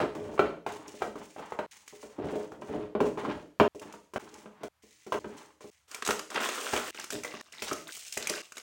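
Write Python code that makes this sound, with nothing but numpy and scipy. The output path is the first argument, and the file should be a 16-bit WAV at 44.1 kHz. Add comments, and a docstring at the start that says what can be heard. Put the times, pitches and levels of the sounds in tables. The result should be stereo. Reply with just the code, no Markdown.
"""In a live room, close by, foil-wrapped chocolate bars are laid and pushed into a plastic drawer organiser.
Then a cardboard box is torn open and biscuit packs in crisp plastic film are stood in the next compartment.
Knocks are struck modes and decaying noise; sliding, foil, card and film are crowds of tiny ringing grains.
The scene is a string of short shots: at each splice the sources stop dead, ring and room tail with them,
and only a quiet bed of air runs on."""
import sys
import numpy as np
from scipy import signal
from scipy.fft import rfft, irfft
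from scipy.io import wavfile

SR = 44100
rng = np.random.default_rng(int(sys.argv[2]) if len(sys.argv) > 2 else 0)


def pcm_store(signal):
    """Save signal as 16-bit PCM."""
    levels = np.round(np.clip(np.atleast_2d(signal), -1, 1) * 32767)
    wavfile.write(sys.argv[1], SR, levels.astype(np.int16).T)


N = 380141  # samples

# Event levels below are cue levels; scene() trims each layer. Colours are relative spectra.

# Ring of the tray in its drawer: (mode [Hz], relative level [dB], decay time t60 [s])
TRAY = [(173, -18.5, 0.12), (220.4, -15.5, 0.068), (316.6, -3, 0.2), (407, -3.5, 0.071), (425, 0.5, 0.14),
        (445, -1, 0.058), (523, -9.5, 0.17), (593.4, -7, 0.15)]


def tray_ring(vary_db, detune, size=16384):
    """The tray's answer to one touch: the spot sets each mode's share, the load of packs shifts its pitch."""
    hz, db, t60 = np.transpose(TRAY)[:, :, None]
    t = np.arange(size) / SR
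    signs = rng.choice([-1, 1], hz.shape)
    share = signs * amp(db + vary_db * rng.standard_normal(hz.shape))
    hz = hz * (1 + detune * rng.standard_normal(hz.shape))
    modes = share * amp(-60 * t / t60) * np.sin(2 * np.pi * hz * t)
    return peak_one(modes.sum(axis=0))


# A pack or the box is knocked, on the tray, on a neighbour or in the hand:
# (time [s], clack level [dB], thud level [dB], wrapper tick level [dB], ring of the struck spot [Hz])
KNOCKS = [(0.002, -18.5, -31, -49.5, 810), (0.15, -38.5, -38.5, -48, 830), (0.378, -28.5, -52, -63, 1140),
          (0.393, -13, -15, -44, 1356), (0.664, -23, -61, -44.5, 880), (0.94, -47, -41.5, -66, 530),
          (1.02, -20.5, -46, -44.5, 754), (1.156, -36.5, -36, -54, 1170), (1.363, -36.5, -53, -63, 740),
          (1.393, -34, -37, -59, 750), (1.521, -28, -41.5, -54, 860), (1.589, -22, -31.5, -50, 940),
          (1.926, -51, -43.5, -65, 1050), (2.029, -42.5, -36, -51.5, 1080), (2.189, -44, -41, -70, 570),
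          (2.356, -40, -28, -49, 715), (2.519, -37.5, -40, -55.5, 750), (2.62, -35, -37.5, -60, 990),
          (2.672, -52, -41.5, -55, 770), (2.951, -28.5, -22, -76, 1140), (3.004, -18.5, -18, -44, 1012),
          (3.068, -33, -33, -46.5, 1000), (3.174, -33, -33, -59, 1000), (3.25, -27.5, -48, -59.5, 1030),
          (3.599, -9, -21, -41, 1003), (3.607, -14.5, -12.5, -54, 900), (3.748, -50, -37.5, -54, 1030),
          (3.817, -40, -48, -50, 930), (3.939, -36, -44, -65, 950), (4.136, -38, -38, -45, 990),
          (4.16, -21.5, -31, -46.5, 617), (4.458, -40, -39.5, -78, 990), (4.633, -33, -32.5, -44, 670),
          (4.836, -64, -52.5, -66.5, 1026), (5.065, -41, -38, -50.5, 755), (5.122, -20, -49, -39, 1010),
          (5.142, -26, -28, -45, 870), (5.244, -35.5, -37.5, -74, 960), (5.607, -45.5, -49.5, -63, 1030),
          (5.643, -49, -40.5, -59, 827), (6.089, -18, -30, -47, 1260), (6.358, -42, -33.5, -52, 1200),
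          (6.734, -19.5, -29, -30, 854), (7.124, -39, -38, -58, 1810), (7.247, -28, -61, -36.5, 2040),
          (7.339, -36, -39, -55, 1150), (7.41, -37.5, -77, -42.5, 1830), (7.621, -32, -37, -30, 2550),
          (7.713, -24.5, -29, -52.5, 1283), (8.171, -29.5, -40.5, -46, 640), (8.297, -34, -31, -50, 1930)]
# Colour of the thudding pack, also of the sliding rumble: (frequency [Hz], level [dB])
THUD = [(60, -10), (100, -17.5), (170, 0.5), (400, 2.5), (600, -3), (900, -11.5), (2500, -58.5)]
# Colour of the hard clack: (frequency [Hz], level [dB])
CLACK = [(200, -14), (500, 4.5), (800, -3), (1050, -3.5), (1160, -2), (1420, -2.5), (1750, -11.5),
         (2300, -11.5), (3300, -18), (4500, -28), (9000, -51.5)]
# Colour of ticking and crinkling foil: (frequency [Hz], level [dB])
FOIL_HISS = [(700, -30.5), (2000, -1), (3500, -5.5), (5000, -6), (6400, -2), (8000, -6.5), (10200, -10.5),
             (12000, -30.5), (16000, -6)]


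def knocks(boom_db, thud_db, clack_db, spot_db, tick_db):
    """A pack lands: the wrapper ticks, the struck spot rings, the floor clacks, the pack thuds and the tray booms."""
    out = np.zeros(N)
    for s, clack, thud, tick, spot_hz in KNOCKS:
        add(out, s, amp(thud + boom_db) * tray_ring(vary_db=1.5, detune=0.0065))
        add(out, s, amp(thud + thud_db) * burst(THUD, t60=0.12, rise_s=0.0015))
        add(out, s, amp(clack + clack_db) * burst(CLACK, t60=0.067, rise_s=0.00016))
        add(out, s, amp(clack + spot_db) * ping(spot_hz, t60=.03))
        add(out, s, amp(tick + tick_db) * burst(FOIL_HISS, t60=0.1, rise_s=0.00037))
    return out


# A pack is pushed along the tray:
# (time [s], length [s], tray rumble level [dB], wrapper scuff level [dB])
PUSHES = [(0, 0.027, -27.5, -37), (.145, 0.2, -37, -52), (.42, 0.051, -29.5, -46.5),
          (.665, 0.094, -44.5, -51), (.79, 0.12, -50, -55.5), (1.0, 0.068, -41, -55),
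          (1.165, 0.061, -49, -53.5), (1.375, 0.052, -47.5, -48.5), (1.48, 0.22, -62, -62),
          (1.72, 0.41, -71.5, -71), (2.09, 0.17, -61, -62.5), (2.18, 0.036, -36.5, -54.5),
          (2.215, 0.14, -35.5, -48.5), (2.38, 0.058, -45.5, -58), (2.53, 0.15, -50, -66.5),
          (2.68, 0.16, -35.5, -50.5), (3.01, 0.037, -27.5, -48.5), (3.175, 0.088, -35, -46),
          (3.245, 0.11, -34.5, -47), (3.81, 0.081, -47, -54), (4.186, 0.23, -52.5, -58.5),
          (4.44, 0.39, -69, -67), (4.605, .03, -53, -51.5), (5.194, .04, -56, -70),
          (5.245, 0.091, -45, -55), (5.38, .1, -58.5, -61), (7.125, 0.026, -34, -60)]
# Colour of the rubbing wrapper: (frequency [Hz], level [dB])
SCUFF = [(150, -7), (500, -17), (850, 8.5), (1400, 0), (2000, -4), (3200, -10), (5000, -22), (12000, -45.5)]


def sliding(ring_db, rumble_db, scuff_db):
    """Stick and slip of a pushed pack: a scuff, a dull lumpy rumble, and the tray's modes kept ringing."""
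    push, scuff = strokes(PUSHES, attack_s=0.0089, sag_db_per_s=20.5, release_db_per_s=220)
    slips = grains(per_s=640, spread_db=2.5)
    ringing = rms_one(signal.oaconvolve(slips, tray_ring(vary_db=2.5, detune=0))[:N])
    rumble = crackle(THUD, per_s=2200, spread_db=2.5, clump_db=9.5, q=8.8)
    # a negative spread: most slips are strong, a few weak
    rubbing = crackle(SCUFF, per_s=4300, spread_db=-1.0, clump_db=4.5)
    tray = amp(ring_db) * ringing + amp(rumble_db) * rumble
    return push * tray + amp(scuff_db) * scuff * rubbing


# A foil bar brushes its neighbours: (time [s], length [s], crinkle level [dB])
BRUSHES = [(0, 0.013, -56), (.15, 0.27, -64), (.67, 0.07, -56), (.87, .18, -58), (1.165, 0.34, -63),
           (1.71, 0.02, -52.5), (1.86, 0.22, -60.5), (2.24, 0.18, -62), (2.61, 0.15, -65.5),
           (3.02, 0.043, -57.5), (3.175, 0.2, -62.5), (3.75, 0.23, -67), (4.19, 0.23, -63.5),
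           (4.82, 0.63, -64.5), (5.194, 0.23, -63), (5.365, 0.054, -59), (5.605, .09, -60.5),
           (5.71, 0.034, -63.5)]


def foil(crinkle_db):
    """Soft foil crinkles finely against its neighbours."""
    crinkle, = strokes(BRUSHES, attack_s=0.005, sag_db_per_s=4.5, release_db_per_s=161.5)
    return amp(crinkle_db) * crinkle * crackle(FOIL_HISS, per_s=3000, spread_db=2.5, clump_db=4.0)


# A crease of foil, card or film snaps over: (time [s], crack level [dB], body level [dB])
SNAPS = [(0.7213, -37.5, -49), (0.88, -36, -59), (1.8782, -34, -40.5), (3.7958, -37.5, -61),
         (3.925, -38, -52), (4.341, -38.5, -50), (4.908, -49, -67), (5.914, -32.5, -36.5),
         (5.9457, -25, -31), (6.023, -29.5, -17.5), (6.0501, -24.5, -30), (6.0632, -22, -21),
         (6.075, -18, -16.5), (6.0888, -38, -23), (6.1068, -19, -10), (6.1932, -26, -22),
         (6.3024, -32.5, -30), (6.344, -30, -26), (6.359, -33, -13.5), (6.401, -46, -21),
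         (6.4886, -25, -16.5), (6.7347, -45, -16), (6.7629, -31, -12.5), (6.7743, -25, -21),
         (6.946, -40, -30.5), (6.997, -28, -38.5), (7.0417, -28, -33), (7.1041, -22, -40),
         (7.235, -27, -30), (7.5237, -37, -49), (7.6826, -31, -27), (7.7298, -23.5, -45), (7.972, -35, -44),
         (8.081, -33.5, -68.5), (8.1248, -24.5, -56), (8.1738, -18, -37), (8.2258, -28, -44),
         (8.2713, -17.5, -27), (8.2961, -16, -38), (8.3598, -33, -32.5), (8.521, -33.5, -37),
         (8.5695, -31, -31), (8.58, -30, -33)]
# Colour of the spray of cracks: (frequency [Hz], level [dB])
SNAP_CRACK = [(800, -27), (2500, 3), (4000, -5), (6500, 7), (9500, -2.5), (16000, -15)]
# Colour of a snap's body and of the tearing box wall: (frequency [Hz], level [dB])
CARD_BODY = [(120, -29.5), (250, 0), (500, 3.5), (800, -2), (1300, 4.5), (2000, -2.5), (3000, -3.5),
             (5000, -16.5), (12000, -48)]
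# Colour of a snap's click and of the larger film facets: (frequency [Hz], level [dB])
FILM_BODY = [(150, -3.5), (600, -2.5), (1300, -1), (2600, 1), (3600, -4), (6000, -5), (12000, -53)]


def snaps(click_db, crack_db, body_db, ring_db):
    """A crease buckles: one sharp click, a spray of cracks, a short body and a brief ring of the sheet around it."""
    out = np.zeros(N)
    click = peak_one(colour(signal.unit_impulse(512), FILM_BODY))
    for s, crack, body in SNAPS:
        crease_hz = np.exp(rng.uniform(np.log(1200), np.log(6400)))  # each crease has its own pitch
        add(out, s, amp(body + click_db) * click)
        add(out, s, amp(crack + crack_db) * burst(SNAP_CRACK, t60=0.026, rise_s=0.00086))
        add(out, s, amp(body + body_db) * burst(CARD_BODY, t60=0.024, rise_s=0.0014))
        add(out, s, amp(crack + ring_db) * ping(crease_hz, t60=.012))
    return out


# One pull at the card box: (time [s], length [s], tearing level [dB], fibre crackle level [dB])
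PULLS = [(5.875, .03, -62, -56.5), (5.905, 0.07, -53, -52.5), (6.05, 0.072, -47.5, -36),
         (6.14, .07, -52, -61), (6.3, 0.031, -43, -47), (6.345, 0.032, -34, -43), (6.4, 0.09, -33.5, -36),
         (6.51, 0.44, -40, -38.5), (6.72, 0.23, -40, -42.5)]
# Colour of breaking fibres and of film creases: (frequency [Hz], level [dB])
FILM_HISS = [(800, -29), (2500, -1), (4200, -4), (6500, -0.5), (9000, -2.5), (11500, -17.5), (16000, -5)]


def card(tear_db, fibre_db):
    """Fibres part in ragged runs; the box wall crackles lower down."""
    tear, fibre = strokes(PULLS, attack_s=0.0082, sag_db_per_s=15.5, release_db_per_s=252)
    wall = crackle(CARD_BODY, per_s=3000, spread_db=3.2, clump_db=2.8, q=5.0)
    breaks = crackle(FILM_HISS, per_s=5000, spread_db=3.0, clump_db=2.0)
    return amp(tear_db) * tear * wall + amp(fibre_db) * fibre * breaks


# A film pack is gripped, stood up or let go:
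# (time [s], length [s], rustle level [dB], crinkle level [dB])
GRIPS = [(6.91, .03, -55, -60.5), (6.945, 0.096, -41.5, -48), (7.105, 0.036, -39.5, -39.5),
         (7.25, 0.15, -45, -52), (7.42, 0.078, -58, -63.5), (7.52, 0.19, -49, -55),
         (7.62, 0.079, -38.5, -41.5), (7.75, 0.048, -47, -46), (7.87, 0.026, -44, -45.5),
         (7.92, 0.29, -57.5, -41), (8.12, 0.038, -59, -40), (8.2, 0.077, -40, -56), (8.29, .12, -37, -44),
         (8.422, 0.0082, -51, -47), (8.55, .07, -53.5, -55)]


def film(rustle_db, crinkle_db):
    """Stiff film buckles in fewer, sharper steps; its larger facets ring briefly."""
    rustle, crinkle = strokes(GRIPS, attack_s=0.0034, sag_db_per_s=26, release_db_per_s=245)
    facets = crackle(FILM_BODY, per_s=1500, spread_db=3.8, clump_db=3.0, q=8.0)
    creases = crackle(FILM_HISS, per_s=2500, spread_db=4.2, clump_db=3.2)
    return amp(rustle_db) * rustle * facets + amp(crinkle_db) * crinkle * creases


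# Decay of the room: (frequency [Hz], decay time t60 [s])
ROOM_T60 = [(150, 0.44), (400, .5), (1000, 0.35), (2800, 0.4), (7000, 0.49), (15000, 0.36)]
# Stereo width of the room: (frequency [Hz], side minus mid level [dB])
ROOM_WIDTH = [(120, -17.5), (300, -16.5), (550, -2.5), (1000, -2), (2000, -5.5), (8000, -0.5)]


def room_response(build_s, size=28000):
    """Diffuse stereo tail, mid at unit energy: dies octave by octave, nearly mono in the bass."""
    t = np.arange(size) / SR
    hz = np.arange(size // 2 + 1) * SR / size
    white = rfft(rng.standard_normal((2, size)))
    octave = np.clip(np.round(np.log2(np.maximum(hz, 1) / 125)), 0, 7)
    tail = np.zeros((2, size))
    for k in np.unique(octave):
        t60 = at_hz(ROOM_T60, 125 * 2 ** k)  # read at the octave's centre
        tail += irfft(white * (octave == k)) * amp(-60 * t / t60)
    mid, side = tail * (1 - np.exp(-t / build_s))
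    side = irfft(rfft(side) * amp(at_hz(ROOM_WIDTH, hz)))
    return np.array([mid + side, mid - side]) / np.sqrt(np.sum(mid ** 2))


# The shots: (start [s], end [s])
SHOTS = [(0, 1.664), (1.704, 3.68), (3.743, 4.183), (4.186, 4.684), (4.8, 5.191), (5.194, 5.702),
         (5.705, 6.909), (6.91, 7.416), (7.419, 7.918), (7.92, 8.42), (8.422, 8.62)]


def spliced(direct, to_room, fade_s):
    """Each shot has its own room tail and ends in a very short fade."""
    out = np.zeros((2, N))
    room = room_response(build_s=0.0043)
    for start, end in SHOTS:
        a, b = round(start * SR), min(round(end * SR), N)
        tail = signal.fftconvolve(to_room[None, a:b], room, axes=1)[:, :b - a]
        fade = np.minimum(np.arange(b - a, 0, -1) / (fade_s * SR), 1)
        out[:, a:b] = (direct[a:b] + tail) * fade
    return out


# Colour of the air: (frequency [Hz], level [dB])
AIR = [(30, -12), (70, 9), (300, -14.5), (1000, -5), (16000, -23)]


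def air(level_db):
    """Steady, mostly low noise of the air, unbroken under all shots."""
    return amp(level_db) * rms_one(colour(rng.standard_normal(N), AIR))


def add(track, s, sound):
    """Lays a sound in at time s; it lasts at most to the end of its shot."""
    start = round(s * SR)
    end = min([round(b * SR) for a, b in SHOTS if b > s] + [N])
    piece = sound[:max(end - start, 0)]
    track[start:start + len(piece)] += piece


def strokes(rows, attack_s, sag_db_per_s, release_db_per_s):
    """One gain curve per dB column: each hand movement swells, eases off while it lasts, then dies away."""
    rows = np.array(rows)
    t = np.arange(SR) / SR
    power = np.zeros((rows.shape[1] - 2, N))
    for s, length, *levels in rows:
        fall_db = sag_db_per_s * t + release_db_per_s * np.maximum(t - length, 0)
        shape = np.minimum(t / attack_s, 1) * amp(-fall_db)
        for track, db in zip(power, levels):
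            add(track, s, (amp(db) * shape) ** 2)  # overlapping strokes add as power
    return np.sqrt(power)


def crackle(spectrum, per_s, spread_db, clump_db, q=1.53, count=16):
    """Grains come in clumps, and each rings a facet of its own size and pitch; rms 1."""
    clicks = grains(per_s, spread_db) * amp(clump_db * drift(per_s=65))
    facets_hz = np.geomspace(spectrum[0][0], spectrum[-1][0], count)
    dealt = rng.integers(0, count, N)  # which facet each grain strikes
    rings = np.zeros(N)
    for k, hz in enumerate(facets_hz):
        rings += resonate(clicks * (dealt == k), min(hz, SR / 2.5), q)
    return rms_one(colour(rings, spectrum))


def grains(per_s, spread_db):
    """Random tiny slips and snaps; with a positive spread many are weak and a few strong."""
    spread = np.minimum(rng.exponential(1, N), 3.8)
    sizes = amp(spread_db * spread) * rng.choice([-1, 1], N)
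    return sizes * (rng.random(N) < per_s / SR)


def drift(per_s):
    """Bounded random wander about 0 with a spread near 1, gliding to so many new values a second."""
    knots = np.arange(N) * per_s / SR
    return np.interp(knots, np.arange(4000), rng.uniform(-1.7, 1.7, 4000))


def resonate(x, hz, q):
    """One resonance, gain 1 on top."""
    b, a = signal.iirpeak(hz, q, fs=SR)
    return signal.lfilter(b, a, x + 1e-18)  # tiny offset against denormal numbers


def burst(spectrum, t60, rise_s, size=8192):
    """Coloured dying noise, like a crowd of short-lived modes struck at once; its decay starts near rms 1."""
    t = np.arange(size) / SR
    dying = amp(-60 * t / t60) * (1 - np.exp(-t / rise_s))
    noise = colour(rng.standard_normal(size) * dying, spectrum)
    return rms_one(noise) * np.sqrt(np.mean(dying ** 2))


def ping(hz, t60, size=4096):
    """One mode set ringing by a click; its decay starts from height 1."""
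    t = np.arange(size) / SR
    return amp(-60 * t / t60) * np.sin(2 * np.pi * hz * t)


def colour(x, spectrum, size=2048):
    """Causal (minimum-phase) filter with the given spectrum, falling away below its first point."""
    hz = np.arange(size // 2 + 1) * SR / size
    low_fall = np.clip(hz / spectrum[0][0], .1, 1) ** 2
    gain = amp(at_hz(spectrum, hz)) * low_fall
    # folding the cepstrum onto positive time makes the phase minimal
    cepstrum = irfft(np.log(gain))
    cepstrum[1:size // 2] *= 2
    cepstrum[size // 2 + 1:] = 0
    impulse = irfft(np.exp(rfft(cepstrum)))
    return signal.oaconvolve(x, impulse)[:len(x)]


def at_hz(points, hz):
    """Reads a table on a log-frequency axis."""
    f, value = np.transpose(points)
    return np.interp(np.log(np.maximum(hz, 1)), np.log(f), value)


def amp(db):
    """Decibels to amplitude."""
    return 10 ** (np.asarray(db) / 20)


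def rms_one(x):
    """Scales to rms 1."""
    return x / np.sqrt(np.mean(x ** 2) + 1e-20)


def peak_one(x):
    """Scales to peak 1."""
    return x / np.abs(x).max()


def scene():
    """Knocks fill the room most; the wrappers are heard more directly."""
    hits = knocks(boom_db=0.5, thud_db=-4, clack_db=-5.5, spot_db=-0.5, tick_db=-2.0)
    rubs = sliding(ring_db=-2, rumble_db=-4.0, scuff_db=3) + foil(crinkle_db=1.5)
    cracks = snaps(click_db=-10.0, crack_db=-4.5, body_db=-4.5, ring_db=-5.5)
    rustles = card(tear_db=1.0, fibre_db=-4) + film(rustle_db=-3.5, crinkle_db=-4.5)
    direct = hits + cracks + rubs + rustles
    to_room = amp(-3.5) * hits + amp(-7.5) * cracks + amp(-5.5) * (rubs + rustles)
    return spliced(direct, to_room, fade_s=0.00076) + air(level_db=-75)


def record(dry):
    """The microphone thins the deepest bass; the top is cut steeply."""
    low_cut_hz, top_cut_hz = 60, 16200
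    low_cut = signal.butter(2, low_cut_hz, "high", fs=SR, output="sos")
    top_cut = signal.ellip(10, .2, 80, top_cut_hz, fs=SR, output="sos")  # ripple, then rejection in dB
    return signal.sosfilt(top_cut, signal.sosfilt(low_cut, dry))


dry = scene()
out = record(dry)
pcm_store(out)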